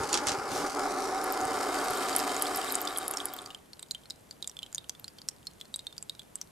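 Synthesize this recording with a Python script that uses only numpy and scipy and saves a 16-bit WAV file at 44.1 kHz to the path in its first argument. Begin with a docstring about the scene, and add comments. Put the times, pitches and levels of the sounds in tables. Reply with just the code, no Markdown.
"""Hiss and drumming come first: air and spray rush from an open radiator bleed valve in a small room,
and a thin jet beats on a plastic tub, all close to a microphone with two ports. The brass key clicks on
the valve and a hand brushes past as it is drawn off. The jet scene crossfades into a later one, where a
thin stream runs into standing water and trapped bubbles plink. Noise and resonances make jet and air;
decaying sines make key and bubbles."""
import sys
import numpy as np
from scipy import signal
from scipy.fft import rfft, irfft
from scipy.io import wavfile

SR = 44100
rng = np.random.default_rng(int(sys.argv[2]) if len(sys.argv) > 2 else 0)


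def unload_audio(sound):
    """Save the sound as a 16-bit wav file, at the path given as the first command line argument."""
    columns = np.transpose(np.atleast_2d(sound))
    # keep every value between -1 and 1, then stretch to whole-number steps
    steps = np.round(np.clip(columns, -1, 1) * 32767)
    wavfile.write(sys.argv[1], SR, steps.astype(np.int16))


N = 287091
TIME = np.arange(N) / SR

# jet on the tub, uneven while the key is in its way, before the fade: time_s, level_db
JET_LEVEL = [(0, -29.5), (.08, -36.5), (.13, -31.5), (.44, -35.5), (.56, -32), (.66, -30.5), (.72, -40),
             (.78, -30), (.95, -32.5), (1.5, -31.5)]
# main tub resonance, sinking as water loads the plastic: time_s, pitch_hz
TUB_MAIN_PITCH = [(0, 830), (.3, 807), (.62, 772), (1.2, 762), (2, 750)]
# other tub resonances, level relative to the main one: pitch_hz, width_hz, level_db
TUB_RESONANCES = [(216, 26, -18), (281.6, 45.3, -5.5), (367.4, 63, -10.5), (433, 218, -9), (604, 112, -15),
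                  (868, 45, -6.5), (1046, 98, -9), (1319, 51, -7), (1398, 281, -8.5), (1642, 520, -19.5),
                  (2158, 390, -21.5)]
# spectrum of the spray through a narrow gap: frequency_hz, density_db_per_hz
NARROW_SPECTRUM = [(200, -32), (1500, -37), (2300, -6.5), (3200, -11.5), (4300, -4), (5300, -1.5),
                   (6500, -3.5), (7700, -8.5), (8800, -12.5), (10500, -8.5), (12000, -25), (14000, -19),
                   (15500, -64)]
# spectrum of the spray with the valve wide open: frequency_hz, density_db_per_hz
OPEN_SPECTRUM = [(200, -44), (1800, 14), (2700, 5), (3400, -5), (4700, 7), (6350, -1.5), (7300, 4.5),
                 (8600, 7.5), (10400, -3), (12500, -4), (13600, -2.5), (15500, -24)]
# level added to the hiss, choked unevenly by the key: time_s, level_db
AIR_LEVEL = [(0, 3.5), (.3, 1.5), (.45, 0), (.56, 4), (.73, 3.5), (.85, 4), (1.2, 2), (1.5, 3), (2.3, 5),
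             (2.72, 4), (2.8, 2), (3.4, 2)]
# narrow resonances of the tub wall rung by spray: pitch_hz, level_db
WALL_RESONANCES = [(3130, 8), (3785, 9), (5280, 1), (6840, 2.5), (9700, -8), (10900, -4)]
# key knocks on the valve, with the share rattling on in the radiator: start_s, level_db, share_0_to_1
KEY_KNOCKS = [(0.0336, -27.5, 0.74), (0.098, -32.5, 0.8), (0.1294, -12.5, 0.27), (0.142, -12, 0.4),
              (0.1455, -26, 0.24), (0.173, -24, 0.93), (0.2703, -12.5, 0.54), (0.285, -22, 0.9),
              (0.3182, -24.5, 0.7), (0.6636, -26, 0.2)]
# ringing of key and valve: pitch_hz, level_db, t60_s
KEY_RESONANCES = [(2160, 1, 0.028), (2970, -6, 0.045), (4580, -4, 0.044), (5200, -4, 0.03),
                  (5700, 4, 0.059), (7000, 10, 0.02), (8960, 18.5, 0.0044), (10800, 9, 0.0044)]
# spectrum of the rattling radiator panels: frequency_hz, density_db_per_hz
RATTLE_SPECTRUM = [(300, -1), (800, 6.5), (2000, 2), (3300, 4.5), (5600, 6.5), (7500, 4.5), (10000, -8),
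                   (15000, -32)]
# clear bubbles trapped by falling water: start_s, pitch_hz, level_db
CLEAR_BUBBLES = [(1.0545, 5040, -31), (1.2417, 10700, -21), (1.324, 12600, -15.5), (1.413, 6670, -27),
                 (1.4526, 8400, -25), (1.5863, 5360, -34), (1.7873, 4620, -29.5), (1.9066, 11200, -23.5),
                 (2.1281, 4620, -28), (2.1635, 10300, -6), (2.1844, 12200, -17), (2.2, 5160, -23),
                 (2.365, 7000, -23), (2.4227, 10360, -9.5), (2.456, 3370, -29.5), (2.468, 4372, -26),
                 (2.5485, 5300, -28), (2.56, 11800, -16.5), (2.5725, 10600, -18.5), (2.614, 3140, -29.5),
                 (2.632, 2820, -32), (2.68, 3500, -31.5), (2.705, 4060, -28), (2.723, 11500, -15),
                 (2.746, 6760, -24), (2.754, 8500, -10.5), (2.8156, 13700, -15), (2.8522, 7040, -24.5),
                 (2.8733, 3550, -25.5), (2.876, 4820, -25), (2.9608, 3300, -28.5), (2.974, 10960, -18),
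                 (2.9844, 9400, -16), (3.0805, 10900, -14.5), (3.1114, 10900, -16.5), (3.1373, 7200, -24),
                 (3.138, 2740, -35.5), (3.171, 5480, -18.5), (3.202, 3330, -27.5), (3.2555, 10800, -15),
                 (3.2856, 5040, -35), (3.3373, 14500, -19.5), (3.339, 3340, -37.5), (3.365, 13500, -28),
                 (3.3882, 3520, -31), (3.4184, 8800, -36.5), (3.4603, 4700, -30.5), (3.5044, 2900, -34.5),
                 (3.547, 3110, -29.5), (3.7325, 4380, -35.5), (3.7935, 3810, -39.5), (3.795, 8060, -34),
                 (3.8275, 8500, -28.5), (3.829, 3780, -35), (3.9102, 4110, -20), (3.9167, 7100, -26.5),
                 (3.9479, 3140, -29.5), (4.0565, 4250, -44.5), (4.1, 5300, -31), (4.106, 3990, -26.5),
                 (4.31, 4580, -30.5), (4.4255, 3830, -25), (4.444, 3570, -33), (4.4751, 7500, -21.5),
                 (4.4755, 3580, -39), (4.4961, 5720, -32), (4.5678, 3470, -34.5), (4.59, 3350, -31),
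                 (4.6223, 2960, -40), (4.63, 3100, -29), (4.663, 3230, -39), (4.7276, 7280, -31),
                 (4.7472, 6840, -19.5), (4.757, 6050, -31), (4.781, 3670, -24.5), (4.843, 3110, -42.5),
                 (4.895, 6070, -18.5), (4.895, 3300, -37.5), (4.95, 3500, -44), (4.997, 12230, -31.5),
                 (5.0433, 4200, -31.5), (5.0803, 4820, -31.5), (5.185, 4500, -36.5), (5.186, 3190, -44.5),
                 (5.217, 4560, -36.5), (5.2867, 5550, -18), (5.287, 4150, -32), (5.2877, 8100, -24),
                 (5.4695, 4290, -26), (5.612, 3440, -30), (5.6537, 4300, -46), (5.741, 3850, -25),
                 (5.76, 8150, -21.5), (5.792, 3770, -31), (5.868, 3660, -27.5), (5.9264, 3580, -40),
                 (5.9801, 4800, -28), (6.026, 7630, -27), (6.096, 3800, -24), (6.1506, 3800, -45.5),
                 (6.194, 3426, -34), (6.2178, 3170, -50), (6.356, 8080, -22.5), (6.4138, 5870, -24)]
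# tick of a drop on the water in the tub: pitch_hz, level_db, t60_s
DROP_TICK = [(4580, -17, 0.019), (4900, 1, 0.01), (5650, -9, 0.0096), (7120, 5, 0.0089), (7980, 10, 0.0041),
             (8990, 3, 0.0077), (9550, 1.5, 0.0078), (12750, -2, 0.01)]
# echoes from tub walls and radiator: left_delay_s, right_delay_s, gain
EARLY_ECHOES = [(.00062, .00055, 0.14), (.0028, .0029, 0.17), (.0094, 0.011, 0.065)]
# soft bumps against the tub: start_s, level_db, pitch_hz
TUB_BUMPS = [(0.003, -34, 85), (0.032, -40, 101), (0.27, -39, 111), (0.316, -38, 90), (0.381, -37, 131),
             (0.514, -48, 70), (0.601, -50, 129), (0.633, -42, 160), (1.421, -43, 101), (1.456, -39, 115),
             (1.557, -47, 80), (1.808, -45, 160), (1.901, -35, 116)]
# spectrum of bump shudder and brush rumble: frequency_hz, density_db_per_hz
BUMP_SPECTRUM = [(20, -45), (50, -7), (110, 11), (170, 9), (300, 8.5), (900, -33)]
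# the hand brushing past, silent outside these times: time_s, level_db
BRUSH_LEVEL = [(.46, -64), (.52, -41), (.57, -41), (.62, -42), (.68, -59), (.73, -77.5)]
# spectrum of the brushing hand: frequency_hz, density_db_per_hz
BRUSH_SPECTRUM = [(500, -1), (1800, 4), (4000, 7.5), (7000, 6), (10000, 0.5), (14000, -8), (16000, -19)]
# spectrum of the room tone: frequency_hz, density_db_per_hz
ROOM_TONE_SPECTRUM = [(25, -13), (45, -2.5), (90, 0.5), (130, 0.5), (205, 1.5), (270, -1), (550, -4),
                      (1100, -9.5), (2000, -14.5), (5000, -21), (10000, -19.5), (13500, -23.5),
                      (15000, -47)]
# reverberation time of the room: frequency_hz, t60_s
ROOM_DECAY = [(200, 0.77), (2000, 0.44), (3500, 0.28), (6000, 0.14), (15000, 0.15)]
# left-right likeness of diffuse sound: frequency_hz, likeness_0_to_1
STEREO_LIKENESS = [(60, 0.92), (150, 0.72), (300, 0), (1400, 0), (2800, 0.67), (6800, 0.68), (15000, 1)]
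# bands where reflections between tub and radiator cancel: frequency_hz, width_hz, depth_0_to_1
CANCELLED_BANDS = [(1887, 90, 0.63), (5500, 110, 0.32), (6400, 330, 0.29), (10390, 200, 0.45),
                   (12750, 600, 0.4)]
# lead of the right microphone port, nearer to the jet: frequency_hz, lead_rad
RIGHT_PORT_LEAD = [(120, 0.1), (420, 0.4), (1400, 0.3), (1700, 1), (2000, 1.24), (3400, 0.58), (6000, 0.12)]

# the jet scene fades out between these times
FADE_START_S, FADE_END_S = 1.47, 3.62
# opening (0-1) holds at the narrow share until the key comes off, then nears 1 with a time constant
NARROW_SHARE, KEY_OFF_S, OPENING_S = 0.31, 1.05, 0.92
# the upper tub resonance keeps its pitch but gains strength over the drumming
TUB_UPPER_HZ, UPPER_START_DB, UPPER_DB_PER_S = 1157, -14.5, 2.5
# base ring of a bubble; its cycles halve with each HALVING_DB above TYPICAL_DB
RING_CYCLES, TYPICAL_DB, HALVING_DB = 87, -25.5, 35
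# big bubbles form right of centre, fine ones nearer the middle (left minus right)
PAN_DB, PAN_DB_PER_OCTAVE = -2.5, 1.4
# pitch range of the spatter; the lower end is also the reference for bubble size
LOWEST_HZ, HIGHEST_HZ = 3010, 13200
# the jet spatters once the tub is wet
WET_S = 1.3
ROOM_TONE_DB = -57.5
# upper band limit of the recorder
EDGE_HZ = 15600


def drumming(drops_per_s=330, jitter=.45, spread_db=3.0, wash=0.65, main_width_hz=92,
             upper_width_hz=220, lean_db=2, drift=0.0075, drift_hz=3):
    """An uneven string of drops beats on the tub and rings its resonances, which waver as the jet wanders."""
    gap, size = rng.standard_normal((3000, 2)).T
    landing = (np.cumsum(np.exp(jitter * gap)) * SR / drops_per_s).astype(int)
    blows = np.bincount(landing, amp(spread_db * size), N)[:N]
    force = unit(blows - blows.mean()) + wash * rng.standard_normal(N)
    low = resonate(force, along(TUB_MAIN_PITCH), main_width_hz)
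    upper_db = UPPER_START_DB + UPPER_DB_PER_S * np.minimum(TIME, FADE_END_S)
    high = amp(upper_db) * resonate(force, TUB_UPPER_HZ, upper_width_hz)
    for k, (hz, width, db) in enumerate(TUB_RESONANCES):
        # each part of the tub answers a little later
        late_force = np.roll(force, k * SR // 1500)
        wavering_hz = hz * (1 + drift * wander(drift_hz))
        group = low if hz < 950 else high
        group += amp(db) * resonate(late_force, wavering_hz, width)
    # the upper modes radiate to the left
    tub = unit(low * panned(-0.62) + high * panned(lean_db))
    return tub * fade(TIME) * amp(along(JET_LEVEL))


def fade(s):
    """Level of the jet scene, 1 to 0, as it crossfades into the trickle."""
    return np.cos(np.pi / 2 * np.clip((s - FADE_START_S) / (FADE_END_S - FADE_START_S), 0, 1))


def hiss(specks_per_s=800, speck_db=4, speck_share=1, flutter_db=2.0, narrow_db=-49, open_db=-40):
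    """Air rushes and sputters through the valve; fine spray ticks on the plastic and rings it."""
    speck_size = amp(speck_db * np.minimum(rng.exponential(1, N), 4))
    specks = (rng.random(N) < specks_per_s / SR) * speck_size
    source = rng.standard_normal((2, N)) + speck_share * unit(specks * rng.choice([-1, 1], (2, N)))
    opening = 1 - (1 - NARROW_SHARE) * np.exp(-np.maximum(TIME - KEY_OFF_S, 0) / OPENING_S)
    narrow = past_hand(coloured(source, NARROW_SPECTRUM))
    wide = coloured(source, OPEN_SPECTRUM) + wall_ring()
    spray = (1 - opening) * narrow + opening * wide
    # narrow_db and open_db are the ends of the scale, at opening 0 and 1
    db = narrow_db + (open_db - narrow_db) * opening + along(AIR_LEVEL)
    return spray * fade(TIME) * amp(db + flutter_db * wander(200)) * panned(-0.74)


def wall_ring(width_hz=260, drift=0.0077, drift_hz=4, flutter_db=2, flutter_hz=22):
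    """Spray noise rings the tub wall, whose resonances drift and flutter as the jet wanders."""
    wall = np.zeros(N)
    for hz, db in WALL_RESONANCES:
        level = amp(db + flutter_db * wander(flutter_hz))
        wall += level * resonate(rng.standard_normal(N), hz * (1 + drift * wander(drift_hz)), width_hz)
    return wall


def past_hand(x, delay_s=.00058, sway=0.15, sway_hz=2.4, gain=0.37):
    """The moving hand mirrors the hiss, so that bands of colour shift through it."""
    late = TIME - delay_s * (1 + sway * wander(sway_hz))
    return unit(x + gain * np.array([np.interp(late, TIME, channel) for channel in x]))


def key(ring_db=-2, rattle_db=-8, rattle_t60=0.11, contact_s=0.0008, chatter_db=3.0, chatter_hz=350,
        scrape_db=-25, scrape_s=0.0077):
    """The key scrapes up to each knock, which rings the brass and sets the steel panels chattering."""
    t = np.arange(SR // 4) / SR
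    body = sum(amp(db) * np.sin(2 * np.pi * hz * t) * decay(t, t60) for hz, db, t60 in KEY_RESONANCES)
    brass, shake = np.zeros((2, N)), np.zeros(N)
    for s, db, share in KEY_KNOCKS:
        contact = rng.standard_normal(len(t)) * np.exp(-t / contact_s)
        ring = signal.fftconvolve(contact, body)[:len(t)]
        click = ring / abs(ring).max() + 0.32 * contact / abs(contact).max()
        add(brass, s, amp(db + ring_db) * click)
        add(shake, s, amp(db + rattle_db) * share * decay(t, rattle_t60))
        # the scrape swells up to the knock
        shake += amp(db + scrape_db) * (TIME < s) * np.exp(-abs(TIME - s) / scrape_s)
    chatter = unit(amp(chatter_db * wander(chatter_hz)))
    return (brass + shake * chatter * noise(RATTLE_SPECTRUM)) * panned(-2.1)


def trickle(low_cut_hz=2700, high_cut_hz=14800):
    """Plinks, droplets, spatter and slaps of the drops, all mirrored by tub walls and radiator."""
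    # such small bubbles radiate little bass
    band = signal.butter(4, [low_cut_hz, high_cut_hz], "band", fs=SR, output="sos")
    ringing = signal.sosfilt(band, plinks() + droplets() + spatter())
    return mirrored(ringing + slaps(), EARLY_ECHOES)


def plinks(lead_s=0.0053, landing_db=-25):
    """Each clear bubble follows the faint tap of its drop landing."""
    water = np.zeros((2, N))
    for (s, hz, db), lead in zip(CLEAR_BUBBLES, rng.random(len(CLEAR_BUBBLES))):
        add(water, s, bubble(hz, db))
        add(water, s - lead_s * (.5 + lead), amp(db + landing_db) * plink(hz, cycles=4.4, snap_db=-6))
    return water


def bubble(hz, db, twin_db=-8, twin_spread=0.15, twin_lag_s=0.0014, scatter_db=0.5, size_damping=0.21,
           ring_spread=0.66, most_rise=0.039):
    """A plink, damped by its splash and placed by its size; a twin of half the ring pinches off just after."""
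    size, lag, side, life, depth = rng.random(5)
    # a harder splash damps the bubble sooner
    halvings = (max(db, TYPICAL_DB) - TYPICAL_DB) / HALVING_DB
    chance = ring_spread * (2 * life - 1)
    cycles = RING_CYCLES * 2 ** (chance - halvings) * (LOWEST_HZ / hz) ** size_damping
    sound = plink(hz, cycles, rise=most_rise * depth)
    twin = plink(hz * (1 + twin_spread) ** (size + .5), cycles / 2)
    add(sound, twin_lag_s * lag, amp(twin_db) * twin)
    pan = PAN_DB + PAN_DB_PER_OCTAVE * np.log2(hz / LOWEST_HZ) + scatter_db * (2 * side - 1)
    return amp(db) * panned(pan) * scattered(sound)


def plink(hz, cycles, rise=0.01, tick_db=-16, snap_db=-14.0, snap_s=0.0011, birth_cycles=0.46,
          tick_fall_hz=6000, linger=0.65, settle_cycles=6, wobble_db=-12, wobble_spread=0.193,
          radiating_share=0.97, quench=1.2):
    """A drop snaps and ticks; its bubble starts hard and misshapen, settles, and rises as it is quenched."""
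    t = np.arange(SR // 25) / SR
    age = t * hz / cycles
    note = np.sin(2 * np.pi * hz * t * (1 + rise * age / 2))
    note = note * (linger + np.exp(-t * hz / settle_cycles))
    # the misshapen bubble wobbles above its note, and radiates little below it
    wobble_hz = hz * (1 + wobble_spread) ** (rng.random() + .5)
    wobble = amp(wobble_db) * np.sin(2 * np.pi * wobble_hz * t)
    high_pass = signal.butter(2, radiating_share * hz, "high", fs=SR)
    ring = signal.lfilter(*high_pass, (note + wobble) * decay(age ** quench, 1))
    impact = amp(snap_db) * rng.standard_normal(len(t)) * np.exp(-t / snap_s)
    chances = rng.standard_normal((len(DROP_TICK), 2))
    for (mode_hz, db, t60), (detune, sign) in zip(DROP_TICK, chances):
        tick = np.sin(2 * np.pi * mode_hz * (1 + 0.02 * detune) * t) * decay(t, t60)
        impact += np.sign(sign) * amp(db + tick_db) * tick
    weight = min(1, (tick_fall_hz / hz) ** 2)  # small bubbles come from light drops
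    return (ring + weight * impact) * (1 - np.exp(-t * hz / birth_cycles))


def scattered(sound, level_db=-10, decay_s=0.0044):
    """Each drop lands somewhere else, so the tub scatters it with its own burst of quick reflections."""
    t = np.arange(SR // 50) / SR
    taps = rng.standard_normal((2, len(t))) * np.exp(-t / decay_s)
    taps = taps / np.linalg.norm(taps[0])
    return sound + amp(level_db) * signal.fftconvolve(sound[None], taps, axes=1)[:, :len(sound)]


def droplets(count=110, level_db=-53, range_db=13, top_hz=9000, pan_db=2.0):
    """Droplets of the trickle too small to hold a clear note."""
    water = np.zeros((2, N))
    for when, pitch, size in rng.random((count, 3)):
        s = FADE_END_S + (TIME[-1] - FADE_END_S) * when
        hz = LOWEST_HZ * (top_hz / LOWEST_HZ) ** (pitch ** 2)
        level = amp(level_db + range_db * size ** 3)
        add(water, s, level * panned(pan_db) * plink(hz, cycles=13, snap_db=-8.5))
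    return water


def spatter(count=300, level_db=-38, range_db=10, fine_db_per_octave=4.0, follow=0.65, tick_cycles=16,
            build_s=0.68):
    """The jet's droplets tick in the tub: louder as it gets wet, weaker as the jet scene fades out."""
    water = np.zeros((2, N))
    for when, pitch, size, side in rng.random((count, 4)):
        s = WET_S + (FADE_END_S - WET_S) * when
        hz = LOWEST_HZ * (HIGHEST_HZ / LOWEST_HZ) ** (pitch ** 2)
        db = level_db + range_db * size ** 3 + fine_db_per_octave * np.log2(hz / LOWEST_HZ)
        wet = min((s - WET_S) / build_s, 1)
        level = wet * fade(s) ** follow * amp(db)
        add(water, s, level * panned(4 * (2 * side - 1)) * plink(hz, tick_cycles))
    return water


def slaps(level_db=-37, follow=0.32, decay_s=0.0015, low_hz=550, high_hz=3200):
    """Each drop slaps the water: a dull broad tick that grows slowly with the level of its plink."""
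    t = np.arange(SR // 50) / SR
    water = np.zeros((2, N))
    for s, _, db in CLEAR_BUBBLES:
        level = amp(level_db + follow * (db - TYPICAL_DB))
        add(water, s, level * rng.standard_normal(len(t)) * np.exp(-t / decay_s))
    band = signal.butter(1, [low_hz, high_hz], "band", fs=SR, output="sos")
    return signal.sosfilt(band, water) * panned(PAN_DB)


def mirrored(x, echoes):
    """A sound with its early echoes."""
    heard = x.copy()
    for left_s, right_s, gain in echoes:
        add(heard[0], left_s, gain * x[0])
        add(heard[1], right_s, gain * x[1])
    return heard


def handling(swell_s=0.0029, shudder_db=-10, shudder_s=0.019, rumble_db=-8, low_cut_hz=48):
    """Each bump is a low push and a short shudder of the tub; a hand brushes past with a rumble."""
    t = np.arange(SR // 8) / SR
    push, shudder = np.zeros(N), np.zeros(N)
    for s, db, hz in TUB_BUMPS:
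        swell = t / swell_s * np.exp(1 - t / swell_s)
        add(push, s, amp(db) * np.sin(2 * np.pi * hz * t) * swell)
        add(shudder, s, amp(db + shudder_db) * (1 - np.exp(-t / swell_s)) * np.exp(-t / shudder_s))
    brush = amp(along(BRUSH_LEVEL)) * (TIME > BRUSH_LEVEL[0][0]) * (TIME < BRUSH_LEVEL[-1][0])
    push = signal.sosfilt(signal.butter(2, low_cut_hz, "high", fs=SR, output="sos"), push)
    rumble = (shudder + amp(rumble_db) * brush) * noise(BUMP_SPECTRUM)
    return push + rumble + brush * noise(BRUSH_SPECTRUM)


def hollowed(x):
    """Takes out the narrow bands in which reflections cancel."""
    for hz, width, depth in CANCELLED_BANDS:
        notched = signal.lfilter(*signal.iirnotch(hz, hz / width, SR), x)
        x = x + depth * (notched - x)
    return x


def room(x, delay_s=0.021):
    """The diffuse tail of a small room, decaying noise whose treble dies sooner."""
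    hz, t, z = signal.stft(rng.standard_normal((2, SR // 2)), SR, nperseg=256)
    t60 = across(ROOM_DECAY, hz)[:, None]
    tail = signal.istft(z * decay(t, t60), SR, nperseg=256)[1]
    tail = tail * (np.arange(tail.shape[1]) > delay_s * SR)
    return signal.fftconvolve(x, tail / np.linalg.norm(tail[0]), axes=1)[:, :N]


def room_tone():
    """The steady diffuse noise of the room."""
    return amp(ROOM_TONE_DB) * noise(ROOM_TONE_SPECTRUM)


def noise(colour):
    """Diffuse stereo noise of rms 1."""
    return coloured(rng.standard_normal((2, N)), colour)


def coloured(pair, colour):
    """Two unrelated signals become one diffuse stereo sound with the given spectrum."""
    hz = np.fft.rfftfreq(N, 1 / SR)
    a, b = rfft(pair) * amp(across(colour, hz))
    same = np.clip(across(STEREO_LIKENESS, hz), 0, 1)
    mid, side = a * np.sqrt(1 + same), b * np.sqrt(1 - same)
    return unit(irfft([mid + side, mid - side], N))


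def wander(hz):
    """Slow chance of rms 1, its spectrum falling off around the given rate."""
    f = np.fft.rfftfreq(N, 1 / SR)
    return unit(irfft(rfft(rng.standard_normal(N)) * np.exp(-(f / hz) ** 2), N))


def resonate(x, hz, width):
    """A two-stage resonance of gain 1 that may follow a pitch curve."""
    # shift the pitch to zero, smooth twice, shift back
    turn = np.exp(2j * np.pi * np.cumsum(hz * np.ones(N)) / SR)
    r = np.exp(-np.pi * width / SR)
    smooth = signal.lfilter([(1 - r) ** 2], [1, -2 * r, r * r], x / turn + 1e-18)
    return 2 * (turn * smooth).real


def decay(t, t60):
    """Exponential decay by 60 dB in t60."""
    return np.exp(-np.log(1000) * t / t60)


def amp(db):
    """Decibels to gain."""
    return 10 ** (np.asarray(db) / 20)


def unit(x):
    """Scales to rms 1."""
    return x / np.sqrt(np.mean(x ** 2) + 1e-20)


def along(rows):
    """A curve at every sample."""
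    return np.interp(TIME, *np.transpose(rows))


def across(points, hz):
    """A spectrum read on a log-frequency axis."""
    f, value = np.transpose(points)
    return np.interp(np.log(hz + 1), np.log(f + 1), value)


def add(mix, s, sound):
    """Mixes a sound in at time s."""
    part = mix[..., max(round(s * SR), 0):][..., :sound.shape[-1]]
    part += sound[..., :part.shape[-1]]


def panned(db):
    """Left and right gains for a level difference, left minus right."""
    return amp(np.array([[db], [-db]]) / 2)


def scene():
    """All sources close to the microphone, with a little room."""
    tub, water, clicks = drumming(), trickle(), key()
    sent = amp(-21.5) * tub + amp(-24.0) * water + amp(-18.0) * clicks
    return hollowed(tub + water + hiss()) + clicks + handling() + room(sent) + room_tone()


def record(dry):
    """The two microphone ports, the right one leading in phase, then the band limit of the recorder."""
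    lead = across(RIGHT_PORT_LEAD, np.fft.rfftfreq(2 * N, 1 / SR))
    turned = rfft(dry, 2 * N) * np.exp(.5j * np.array([-lead, lead]))
    ports = irfft(turned)[:, :N]
    low_pass = signal.firwin(301, EDGE_HZ, window=("kaiser", 9), fs=SR)
    return signal.oaconvolve(ports, low_pass[None], "same")


dry = scene()
out = record(dry)
unload_audio(out)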